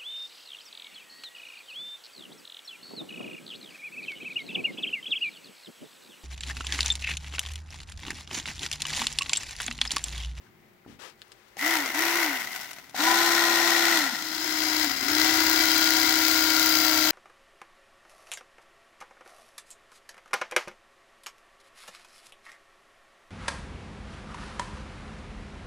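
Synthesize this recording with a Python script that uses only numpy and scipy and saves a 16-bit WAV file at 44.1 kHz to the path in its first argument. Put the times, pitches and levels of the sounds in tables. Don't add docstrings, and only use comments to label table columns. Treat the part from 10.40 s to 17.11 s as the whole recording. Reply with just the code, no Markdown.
import sys
import numpy as np
from scipy import signal
from scipy.fft import rfft, irfft, next_fast_len
from scipy.io import wavfile
from scipy.ndimage import uniform_filter1d

SR = 44100
rng = np.random.default_rng(int(sys.argv[2]) if len(sys.argv) > 2 else 0)


def volts_from_db(level):
    exponent = np.asarray(level, float) / 20
    return 10 ** exponent


def wav_record(signal):
    frames = np.transpose(np.atleast_2d(signal))
    bounded = np.clip(frames, -1, 1)
    quanta = np.round(bounded * 32767).astype(np.int16)
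    wavfile.write(sys.argv[1], SR, quanta)


N = 295911

# start/s, end/s, rotor speed at the start/Hz
GRIPS = [
    (1.165, 2.54, 20),
    (2.535, 4.3, 40),
    (3.72, 6.71, 317.5),
]
# on/s, off/s, first f/Hz, last f/Hz, settling/s
PULLS = [
    [(1.168, 1.33, 341, 341, .031), (1.535, 1.805, 339, 341.5, .031)],
    [(2.54, 3.55, 341.3, 335.5, .031)],
    [(3.7, 4.445, 317.5, 309.5, .031), (4.445, 4.655, 258, 262, .05), (4.655, 6.25, 320.6, 317.3, .062),
     (6.25, 6.71, 317.3, 312.5, .031)],
]
ORDERS = [.4, .7, .8, .9, 1, 1.1, 1.2, 2, 3, 3.5, 3.9, 4.3, 4.4, 4.5, 5, 6, 7.1, .2, 1.8, 2.2, 3.1, 4]
WHINE = [
    [-30, -32, -30, -24, 0, -25, -30, -15, -8, -25, -40, -40, -40, -40, -40, -20, -40, -40, -40, -40, -40,
     -40],
    [-33, -19, -25, -20, 0, -21, -27, -14, -10, -19, -40, -40, -40, -40, -40, -10, -40, -40, -40, -40, -40,
     -40],
    [-35, -31, -28, -15.5, 0, -21, -24, -20, -12.5, -26, -40, -11, -10, -3, -15, -40, -14, -30, -28, -20,
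     -19, -22],
]
# whine/dB, handle/dB, blade/dB, rumble/dB, handle drift/(dB per s)
FULL_SPEED = [(-36.5, -27, -29.5, -67.5, 0.04), (-33, -25, -26.5, -61, -0.5),
              (-32, -28.5, -26.5, -60.5, -0.33)]
# rotor f/Hz, whine/dB, handle/dB, blade/dB, rumble/dB
SLOWING = [(20, -55, -37.5, -34, -6.5), (137, -40, -17.5, -11.5, -4), (220, -25.5, -12, -8, -0.5),
           (276.3, -0.5, -6, -5, -9.5), (308.7, 0, -4.5, -1.5, -6.5), (312.6, 0.33, -2.5, 0.5, -8),
           (373, 0, -2, -0.8, 4.5)]
# t/s, whine change/dB
SLIPS = [(3.614, -4), (3.655, -5), (3.708, -6), (3.733, 10), (4.492, -7), (4.522, -9), (4.555, -4),
         (4.6, -18), (4.63, 9), (4.652, -5), (4.688, -3), (4.72, -3)]
STALL = 4.585, .075, -8, -2.5
# t/s, level/dB
PIN_PRESSURE = [(4.95, -20), (5.05, 0), (5.5, 0), (5.65, -8), (5.78, -3), (6.27, -3), (6.38, -20)]
CROSSFADE = 3.68, 4.554
# t/s, share/0-1
WEIGHT = [(4.4, 0.74), (4.7, 1), (5.1, 1), (5.4, 0.65), (6.3, 0.67), (6.71, 1)]
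# handle throb/dB, blade throb/dB, blade slap/dB, repeating share of handle, of blades
CRANK = [(3.5, 5.5, -19, .1, .04), (3, 5, -20, .2, .1), (3, 5, -12, .14, .13)]
REVERSAL = [1.279, 2.951, 5.9143]
# t/s, rise of the rattle/dB
CLATTER = [(1.3687, 1.5), (1.4121, 0.5), (1.4595, -4), (1.5034, 4), (1.5478, 7), (1.9577, 5.5), (1.9996, 6),
           (2.048, 1), (2.0979, 3), (2.16, 3), (2.228, 2), (2.273, -3), (2.3114, 11), (2.3852, 5),
           (2.445, 6), (4.401, 1), (4.4128, 3), (4.4452, 4), (4.4831, -1), (4.5116, 6.5), (4.5445, 2.5),
           (4.5655, 5), (4.6109, 4.5), (4.6298, 6), (4.648, 4), (4.6677, 1), (4.6852, 1.5), (4.7021, 1)]
# f/Hz, level/(dB per Hz)
HANDLE = [
    [(240, -49), (400, -19), (528, -19), (690, -8), (867, -12), (948, -8), (1100, -13), (1500, -8),
     (1690, -10), (1970, -3), (2800, -16), (3640, -46), (6160, -120)],
    [(240, -46), (400, -16), (467, -30), (494, -18), (601, -17), (690, -8), (1010, -10), (1150, -14),
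     (1410, -7), (1690, -9), (1890, -3), (2800, -17), (3640, -47), (6160, -120)],
    [(240, -46), (400, -16), (475, -22), (719, -9), (867, -15), (956, -9), (1180, -14), (1400, -4),
     (1680, -9), (2010, -4), (2440, -12), (2800, -12), (3640, -42), (6160, -120)],
]
# f/Hz, level/(dB per Hz)
BLADES = [
    [(1590, -48), (2700, -3.5), (4740, -7), (5670, -5), (8760, -14), (14200, -9), (16400, -12.5)],
    [(1590, -53), (2700, -7.5), (3780, -2.5), (4110, -4), (4960, -5), (6440, -6), (9950, -16.5),
     (14700, -10), (16400, -22)],
    [(1590, -19.5), (2700, -10.5), (3700, -5), (4020, -4), (4360, -4), (4960, -3.5), (7260, -7.5),
     (8570, -15), (12200, -12.5), (15100, -13.5), (16400, -18)],
]
# f/Hz, level/(dB per Hz)
RUMBLE = [
    [(12, -53), (20, -23), (27, -30), (87, -24), (130, -15), (220, -10.5), (290, -2.5), (480, -120)],
    [(12, -51), (20, -21), (27, -41), (65, 8.5), (92, 7), (135, -4), (220, 5.5), (290, -48), (480, -120)],
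]
# f/Hz, level/dB
SLAP = [(5000, -38), (9000, -22), (12000, 4), (14000, 27), (15900, 30), (16300, -30), (17000, -66)]
# first f/Hz, last f/Hz, width/Hz, first level/dB, last level/dB, left minus right/dB
RINGS = [
    [(1970, 2020, 400, 3, -7.5, -3), (760, 758, 50, -21, -16.5, -5), (955, 1040, 32, -15, -36, -13),
     (1400, 1490, 200, -13, -13, -8), (327, 347, 130, -23, -16.5, -3), (14400, 14000, 2000, -18, -6, 2)],
    [(773, 740, 91, -16, -27, -2), (997, 1010, 84, -17, -31.5, 11), (1874, 1930, 220, -25, -11, 3),
     (1460, 1415, 220, -13, -14.5, -5.5), (5400, 5220, 500, -22, -18, 15), (4080, 4200, 500, -17, -17, 12),
     (3350, 3340, 150, -24, -24, 8)],
    [(1480, 1370, 100, -21, -37, 14), (747, 735, 43, -33, -19, 3), (5120, 4990, 360, -10, -16, 15.5),
     (4750, 4680, 500, -24, -12, 15), (4120, 4050, 380, -18, -11.5, 9.5),
     (11200, 11200, 1100, -38, -29, -11), (15700, 14500, 2300, -22, -7.5, 9.5),
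     (2000, 2100, 260, -14, -14, 6), (2284, 2250, 51, -27, -15, -3), (1612, 1590, 76, -21, -23, -20),
     (3225, 3200, 380, -17.5, -13, -1), (324, 270, 115, -11.5, -21, 4)],
]
# t/s, level/dB
SLACK_HAND = [(2.62, -3), (2.67, 7.5), (2.83, 7.5), (2.92, 1), (4.8, 3.5), (4.98, 3.5), (5.1, -1),
              (5.19, 7.5), (5.3, 2.5), (5.55, 1), (5.65, 8), (5.78, -2)]
# t/s, level/dB
BURIED = [(2.55, -17), (2.75, -5), (2.9, 4), (3.15, -2.5), (3.7, 0), (4.3, -1.5), (5.5, -0.5), (5.65, -5),
          (6.2, -3), (6.33, 0.5), (6.71, -4)]
# f/Hz, level/dB
LEAN = [
    [(60, 1.5), (110, 2.4), (200, 2.7), (380, 4.9), (700, 1.7), (1290, 8), (2380, 0.91), (4400, 17),
     (8120, 3.2), (15000, 2)],
    [(60, 10), (110, 2.9), (200, 1.6), (380, 7), (700, 3.2), (1290, 18.6), (2380, 1.6), (4400, 41.5),
     (8120, 2.4), (15000, 11.6)],
]
# f/Hz, share/0-1
SAME = [
    [(60, 0.64), (150, 0.89), (380, 0.49), (950, 0.83), (2380, 0.28), (5980, 0.05), (15000, 0.046)],
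    [(60, 0.5), (150, 0.74), (380, 0.88), (950, 0.5), (2380, 0.17), (5980, 0.11), (15000, 0.19)],
]
# f/Hz, phase/radians
LEAD = [
    [(60, 0), (16000, 0)],
    [(0, 0), (2150, 1.1), (3450, -4.7), (4740, -4.2), (6370, -13.3), (10100, -15.9), (11000, -14.1),
     (16600, -12.5)],
]
# start/s, length/s, peak level/dB
SLIDES = [(0.47, 0.13, -58), (0.588, 0.16, -46), (0.77, 0.3, -63.5), (0.97, 0.39, -64), (0.89, 0.28, -66),
          (0.005, 0.13, -65)]
# f/Hz, level/(dB per Hz)
SLIDE_COLOUR = [(180, -40), (300, -8), (455, -2.5), (749, -10), (1030, -5), (1660, -5), (2400, -9),
                (2610, -7.5), (6000, -14), (16000, -31)]
# t/s, peak level/dB, time to fade 60 dB/s, brightness/0-1
TICKS = [(0.698, -35, 0.014, 0), (0.202, -52, 0.02, 0.2), (0.335, -50, 0.02, 0.5),
         (0.7567, -50, 0.015, 0.3), (1.082, -42, 0.03, 0.7), (0.7945, -44, 0.016, 0.6),
         (0.8181, -24, 0.0056, 0.03), (0.8804, -42, 0.012, 0.9), (0.919, -31.5, 0.03, 0.15),
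         (1.169, -27, 0.025, 0), (1.1922, -16, 0.021, 0.5), (1.225, -20, 0.014, 0.6),
         (1.46, -11.5, 0.018, 0.14), (1.5479, -16, 0.017, 0.4), (1.259, -15, 0.025, 0.7),
         (1.4118, -24, 0.02, 0.5), (1.583, -23, 0.023, 0.5), (1.612, -16, 0.02, 0.5),
         (2.093, -35, 0.016, 0.2), (2.1187, -19, 0.02, 0.6), (2.1785, -27, 0.018, 0.9),
         (2.2125, -19, 0.027, 0.34), (2.313, -34, 0.03, 0.2), (2.332, -20, 0.02, 0.3),
         (2.297, -42, 0.03, 0.8), (2.386, -29, 0.022, 0), (2.4958, -28, 0.02, 0.24)]
# t/s, peak level/dB, ring f/Hz, time to fade 60 dB/s
CLICKS = [(1.169, -37.5, 775, 0.05), (2.545, -28, 760, 0.055), (0.8181, -35.5, 1760, 0.0064),
          (1.1925, -26.5, 1990, 0.04), (1.2254, -32, 2000, 0.03), (1.547, -25, 2030, 0.024),
          (2.384, -43, 1410, 0.033)]
# t/s, peak level/dB, ring f/Hz, time to fade 60 dB/s
KNOCKS = [(0.462, -38, 300, 0.018), (0.478, -37, 291, 0.018), (0.489, -40, 312, 0.018),
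          (0.498, -38, 226, 0.027), (0.514, -44, 336, 0.023), (0.526, -39, 231, 0.018),
          (0.547, -42, 183, 0.022), (0.565, -47, 250, 0.02), (0.587, -45, 240, 0.02),
          (0.449, -49, 1400, 0.02), (0.463, -43, 800, 0.015)]
# t/s, peak level/dB, ring f/Hz, time to fade 60 dB/s
DRIP = [(0.0672, -50, 1580, 0.026)]
# f/Hz, level/dB (rms)
HUM = [(118.4, -88), (215.3, -74), (355.3, -70), (414.5, -79), (786.0, -75)]
# f/Hz, level/(dB per Hz)
TRAFFIC = [(30, -20), (60, -13), (120, -3), (230, -3), (330, -20), (600, -60)]
# f/Hz, level/(dB per Hz)
ROOM_TONE = [(12, -37), (20, -18), (27, -9), (58, -12), (86, -32), (102, -6), (124, -14), (223, -32),
             (279, -19), (358, -6.5), (461, -15.5), (1650, -18.5), (2050, -14.5), (2600, -22.5),
             (9510, -37), (14900, -31), (16400, -26.5)]


def knife(start, end, start_hz, grip):
    t = np.arange(start, end, 1 / SR)
    rotor_hz = rotor(t, PULLS[grip], start_hz)
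    whine_db, handle_db, blade_db, rumble_db = levels(t, rotor_hz, grip)
    slow = np.clip((295 - rotor_hz) / 80, 0, 1)
    turns = np.cumsum(rotor_hz) / SR
    crank = (turns - np.interp(REVERSAL[grip], t, turns)) / 10
    cut = grip // 2
    space = LEAN[cut], SAME[cut], LEAD[cut]

    out = np.sqrt(2) * volts_from_db(whine_db) * whine(t, rotor_hz, turns, grip) * volts_from_db([[1.4], [-1.6]])
    rumble = rng.standard_normal((2, len(t)))
    out += coloured(volts_from_db(rumble_db) * rumble, RUMBLE[cut], *space)

    handle_throb_db, blade_throb_db, slap_db, *repeat = CRANK[grip]
    mesh, teeth = gear_roughness(t, crank, slow, repeat)
    reversal = blade_reversals(crank, rotor_hz, slow)
    chatter = volts_from_db(chatter_level(t, slow, grip))
    drive = evened(volts_from_db(handle_throb_db * reversal) * chatter * mesh[0])
    out += coloured(drive * volts_from_db(handle_db), HANDLE[grip], *space)
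    hiss = evened(volts_from_db(blade_throb_db * reversal) * chatter * mesh[1])
    out += coloured(hiss * volts_from_db(blade_db), BLADES[grip], *space)
    out += sliding_rings(t, drive, hiss, handle_db, blade_db, grip)

    slap_level_db = slap_db + blade_db + follow(t, PIN_PRESSURE[:2]) / 4
    slap = blade_slap(crank, rotor_hz, teeth[1]) * volts_from_db(slap_level_db)
    out += coloured(slap, SLAP, [(8000, 5.4), (16000, 18)], *space[1:])
    return start, out * signal.windows.tukey(len(t), 1 / 1000)


def rotor(t, pulls, start_hz):
    settle_shape = .8
    coast_s, drag_hz = .9, 200
    hz = np.full(len(t), float(start_hz))
    for on, off, first_hz, last_hz, settle_s in pulls:
        since = np.maximum(t - on, 0)
        goal = np.interp(t, [on, off], [first_hz, last_hz])
        miss = np.interp(on, t, hz) - first_hz
        driven = goal + miss * np.exp(-(since / settle_s) ** settle_shape)
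        coast = (np.interp(off, t, driven) + drag_hz) * np.exp(-(t - off) / coast_s) - drag_hz
        hz = np.where(t < on, hz, np.where(t < off, driven, coast))
    return np.maximum(hz, 20)


def levels(t, rotor_hz, grip):
    slack_s = .003
    weight_rumble_db, weight_handle_db = 17, 2.5
    speed, *losses = np.transpose(SLOWING)
    *full, drift_db = FULL_SPEED[grip]
    fade_start, fade_end = CROSSFADE
    fade = np.clip((t - fade_start) / (fade_end - fade_start), 1e-3, 1 - 1e-3)
    fade_db = 20 * np.log10(fade if grip == 2 else 1 - fade)
    geared_hz = np.minimum(rotor_hz, np.interp(t - slack_s, t, rotor_hz))
    whine_db, handle_db, blade_db, rumble_db = (
        db + np.interp(geared_hz, speed, loss) + fade_db for db, loss in zip(full, losses))

    stall_s, stall_width_s, stall_whine_db, stall_rattle_db = STALL
    bind = np.exp(-((t - stall_s) / stall_width_s) ** 2)
    whine_db = whine_db + stall_whine_db * bind
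    for s, db in SLIPS:
        whine_db = whine_db + db * np.exp(-((t - s) / .01) ** 2)
    weight = follow(t, WEIGHT)
    handle_db = handle_db + stall_rattle_db * bind + drift_db * (t - t[0]) + weight_handle_db * weight
    blade_db = blade_db + stall_rattle_db * bind
    return whine_db, handle_db, blade_db, rumble_db + weight_rumble_db * weight


def whine(t, rotor_hz, turns, grip):
    flutter_db = 1.8
    late_s, late_db = 6.3, 8
    slow = np.clip((295 - rotor_hz) / 80, 0, 1)
    total = np.zeros(len(t))
    for order, db in zip(ORDERS, WHINE[grip]):
        if db <= -40:
            continue
        level_db = db - (order > 1.5) * 250 * slow
        if order != 1:
            level_db = level_db + flutter_db * wander(len(t), 13)
        if order == 4.5:
            level_db = level_db + follow(t, PIN_PRESSURE)
        if order in (4.3, 4.4):
            level_db = level_db + np.interp(t, [5.0, 5.7], [-9, 0])
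        if order == 2:
            level_db = level_db + np.interp(t, [late_s - .1, late_s + .12], [0, late_db])
        total += volts_from_db(level_db) * np.sin(2 * np.pi * (order * turns + rng.random()))
    shaking = np.clip((295 - rotor_hz) / 40, 0, 1)
    return total * volts_from_db(shaking * (3.5 * wander(len(t), 45) - 2))


def gear_roughness(t, crank, slow, repeat):
    wear = 2 * np.pi * .25 * t
    place = (crank % 1 * 1024).astype(int)
    first, second = rng.standard_normal((2, 2, 2, 1024))[..., place]
    teeth = first * np.cos(wear) + second * np.sin(wear)
    share = np.reshape(repeat, (2, 1, 1)) * (1 - slow)
    fresh = rng.standard_normal((2, 2, len(t)))
    return np.sqrt(1 - share) * fresh + np.sqrt(share) * teeth, teeth


def blade_reversals(crank, rotor_hz, slow):
    stroke = np.round(2 * crank)
    force = rng.uniform(.6, 1.3, 999)[stroke.astype(int) % 999] * (1 - .3 * (stroke % 2))
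    away_s = (crank - stroke / 2) * 10 / rotor_hz
    return (1 - .85 * slow) * force * np.exp(-(away_s / .0022) ** 2)


def chatter_level(t, slow, grip):
    quick = evened(uniform_filter1d(rng.standard_normal(len(t)), 90))
    level_db = (1.2 + 1.3 * slow) * quick + clatter(t)
    if grip == 0:
        level_db += 1.2 * slow * wander(len(t), 30)
    return level_db


def clatter(t):
    rise_s, fall_s = 0.0017, 0.0045
    coarse = t[::16]
    stroke_s, rise_db = np.transpose(CLATTER)
    since = coarse - stroke_s[:, None]
    shape = np.exp(np.where(since < 0, since / rise_s, -since / fall_s))
    return np.interp(t, coarse, rise_db @ shape)


def sliding_rings(t, drive, hiss, handle_db, blade_db, grip):
    out = np.zeros((2, len(t)))
    load = np.interp(t, [t[0], PULLS[grip][-1][1]], [0, 1]) ** 2.5
    for first_hz, last_hz, width_hz, first_db, last_db, lean_db in RINGS[grip]:
        hz = (first_hz + (last_hz - first_hz) * load) * (1 + 0.006 * wander(len(t), 5.23))
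        if first_hz < 2800:
            source, level_db, grasp = drive + 1.5 * drive[0], handle_db, SLACK_HAND
        else:
            source, level_db, grasp = hiss, blade_db, BURIED
        patchy_db = 2.2 * wander(len(t), 6)
        swell_db = patchy_db + first_db + (last_db - first_db) * load ** 0.15 + level_db
        swell_db += follow(t, grasp) * (1.8 if 600 < first_hz < 1100 else 1)
        sound = evened(ring(ring(source, hz, width_hz), hz, width_hz))
        out += sound * volts_from_db(swell_db + lean_db * np.array([[.5], [-.5]]))
    return out


def blade_slap(crank, rotor_hz, teeth):
    since_s = (crank % 1) * 10 / rotor_hz
    noise = rng.standard_normal((2, len(crank)))
    return evened(np.exp(-since_s / .0013) * (.6 * noise + .8 * teeth))


def slide(s, length, db):
    t = np.arange(0, length, 1 / SR)
    bite = np.minimum(t / 0.0066, 1)
    shape = bite * volts_from_db(db - 56 * (t / length - 0.33) ** 2)
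    noise = rng.standard_normal((2, len(t)))
    return s, coloured(noise * shape, SLIDE_COLOUR, [(300, 11.0), (3000, 38), (12000, 43)], SAME[0])


def tick(s, db, t60, bright):
    t = np.arange(round(.08 * SR)) / SR
    noise = rng.standard_normal(len(t)) + 1.26 * rng.standard_normal((2, len(t)))
    noise += 5.6 * (t == 0)
    bright = np.clip(bright, 0, 1)
    puff = signal.lfilter([1, -bright], [1, -.6 * (1 - bright)], noise)
    band = signal.butter(2, [400, 8500], "bandpass", fs=SR, output="sos")
    puff = signal.sosfilt(band, puff)
    return s, 0.16 * volts_from_db(db - 60 * t / t60) * puff * volts_from_db([[3], [-4]])


def knock(s, db, hz, t60):
    t = np.arange(round(.08 * SR)) / SR
    return s, volts_from_db(db - 60 * t / t60) * np.sin(2 * np.pi * hz * t) * volts_from_db([[2], [-2]])


def kitchen(x, t60=0.046):
    t = np.arange(round(.4 * SR)) / SR
    tail = rng.standard_normal((2, len(t))) * volts_from_db(-60 * t / t60) * (t > .004)
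    return signal.oaconvolve(x, tail / np.linalg.norm(tail[0]), axes=1)[:, :N]


def refrigerator(t):
    return sum(volts_from_db(db + 1 + 2.0 * wander(N, 0.6)) * np.sin(2 * np.pi * hz * t) for hz, db in HUM)


def traffic(t):
    noise = rng.standard_normal((2, N)) * volts_from_db(-60 - 14 * t)
    return coloured(noise, TRAFFIC, LEAN[0], SAME[1])


def room_tone():
    noise = rng.standard_normal((2, N)) * volts_from_db(0.5 * wander(N, 11.5))
    lean = [(60, 5.9), (1000, 2.8), (8000, 8.7)]
    same = [(60, 0.86), (1000, 0.15), (8000, 0.12)]
    return volts_from_db(-60) * coloured(noise, ROOM_TONE, lean, same)


def coloured(pair, colour, lean, same, lead=LEAD[0]):
    size = next_fast_len(pair.shape[1] + 2048)
    hz = np.fft.rfftfreq(size, 1 / SR)
    a, b = rfft(pair, size)
    gain = volts_from_db(read(colour, hz))
    gain /= np.sqrt(np.mean(gain ** 2))
    like = np.clip(read(same, hz), -1, 1)
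    tilt = volts_from_db(read(lean, hz) / 2)
    turned = a * np.exp(-1j * np.interp(hz, *np.transpose(lead)))
    right = like * turned + np.sqrt(1 - like ** 2) * b
    sides = np.array([a * tilt, right / tilt])
    return irfft(sides * gain * 2 / (tilt + 1 / tilt), size)[:, :pair.shape[1]]


def ring(x, hz, width_hz):
    turn = np.exp(2j * np.pi * np.cumsum(hz) / SR)
    r = np.exp(-np.pi * width_hz / SR)
    return (turn * signal.lfilter([1 - r], [1, -r], x / turn)).real


def wander(size, hz):
    points = rng.standard_normal(99)
    return np.interp(np.arange(size) * hz / SR, np.arange(99), points, period=99)


def evened(x):
    return x / np.sqrt(np.mean(x ** 2) + 1e-20)


def follow(t, points):
    return np.interp(t, *np.transpose(points))


def read(points, hz):
    f, value = np.transpose(points)
    return np.interp(np.log(hz + 1), np.log(f + 1), value)


def add(mix, s, sound):
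    part = mix[:, round(s * SR):][:, :sound.shape[1]]
    part += sound[:, :part.shape[1]]


def scene():
    mix, contacts = np.zeros((2, 2, N))
    for grip, row in enumerate(GRIPS):
        add(mix, *knife(*row, grip))
    for row in SLIDES:
        add(mix, *slide(*row))
    for row in TICKS:
        add(contacts, *tick(*row))
    for row in CLICKS + KNOCKS + DRIP:
        add(contacts, *knock(*row))
    mix += contacts + volts_from_db(-6) * kitchen(contacts)
    t = np.arange(N) / SR
    return mix + refrigerator(t) + traffic(t) + room_tone()


def top_cut(x):
    return signal.sosfilt(signal.butter(12, 17080, fs=SR, output="sos"), x)


def record(dry):
    band = signal.sosfilt(signal.butter(2, 45, "highpass", fs=SR, output="sos"), dry)
    edge = signal.firwin(1001, 15880, window=("kaiser", 8), fs=SR)
    mix = signal.oaconvolve(band, edge[None], "same")
    return top_cut(mix)


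dry = scene()
out = record(dry)
wav_record(out)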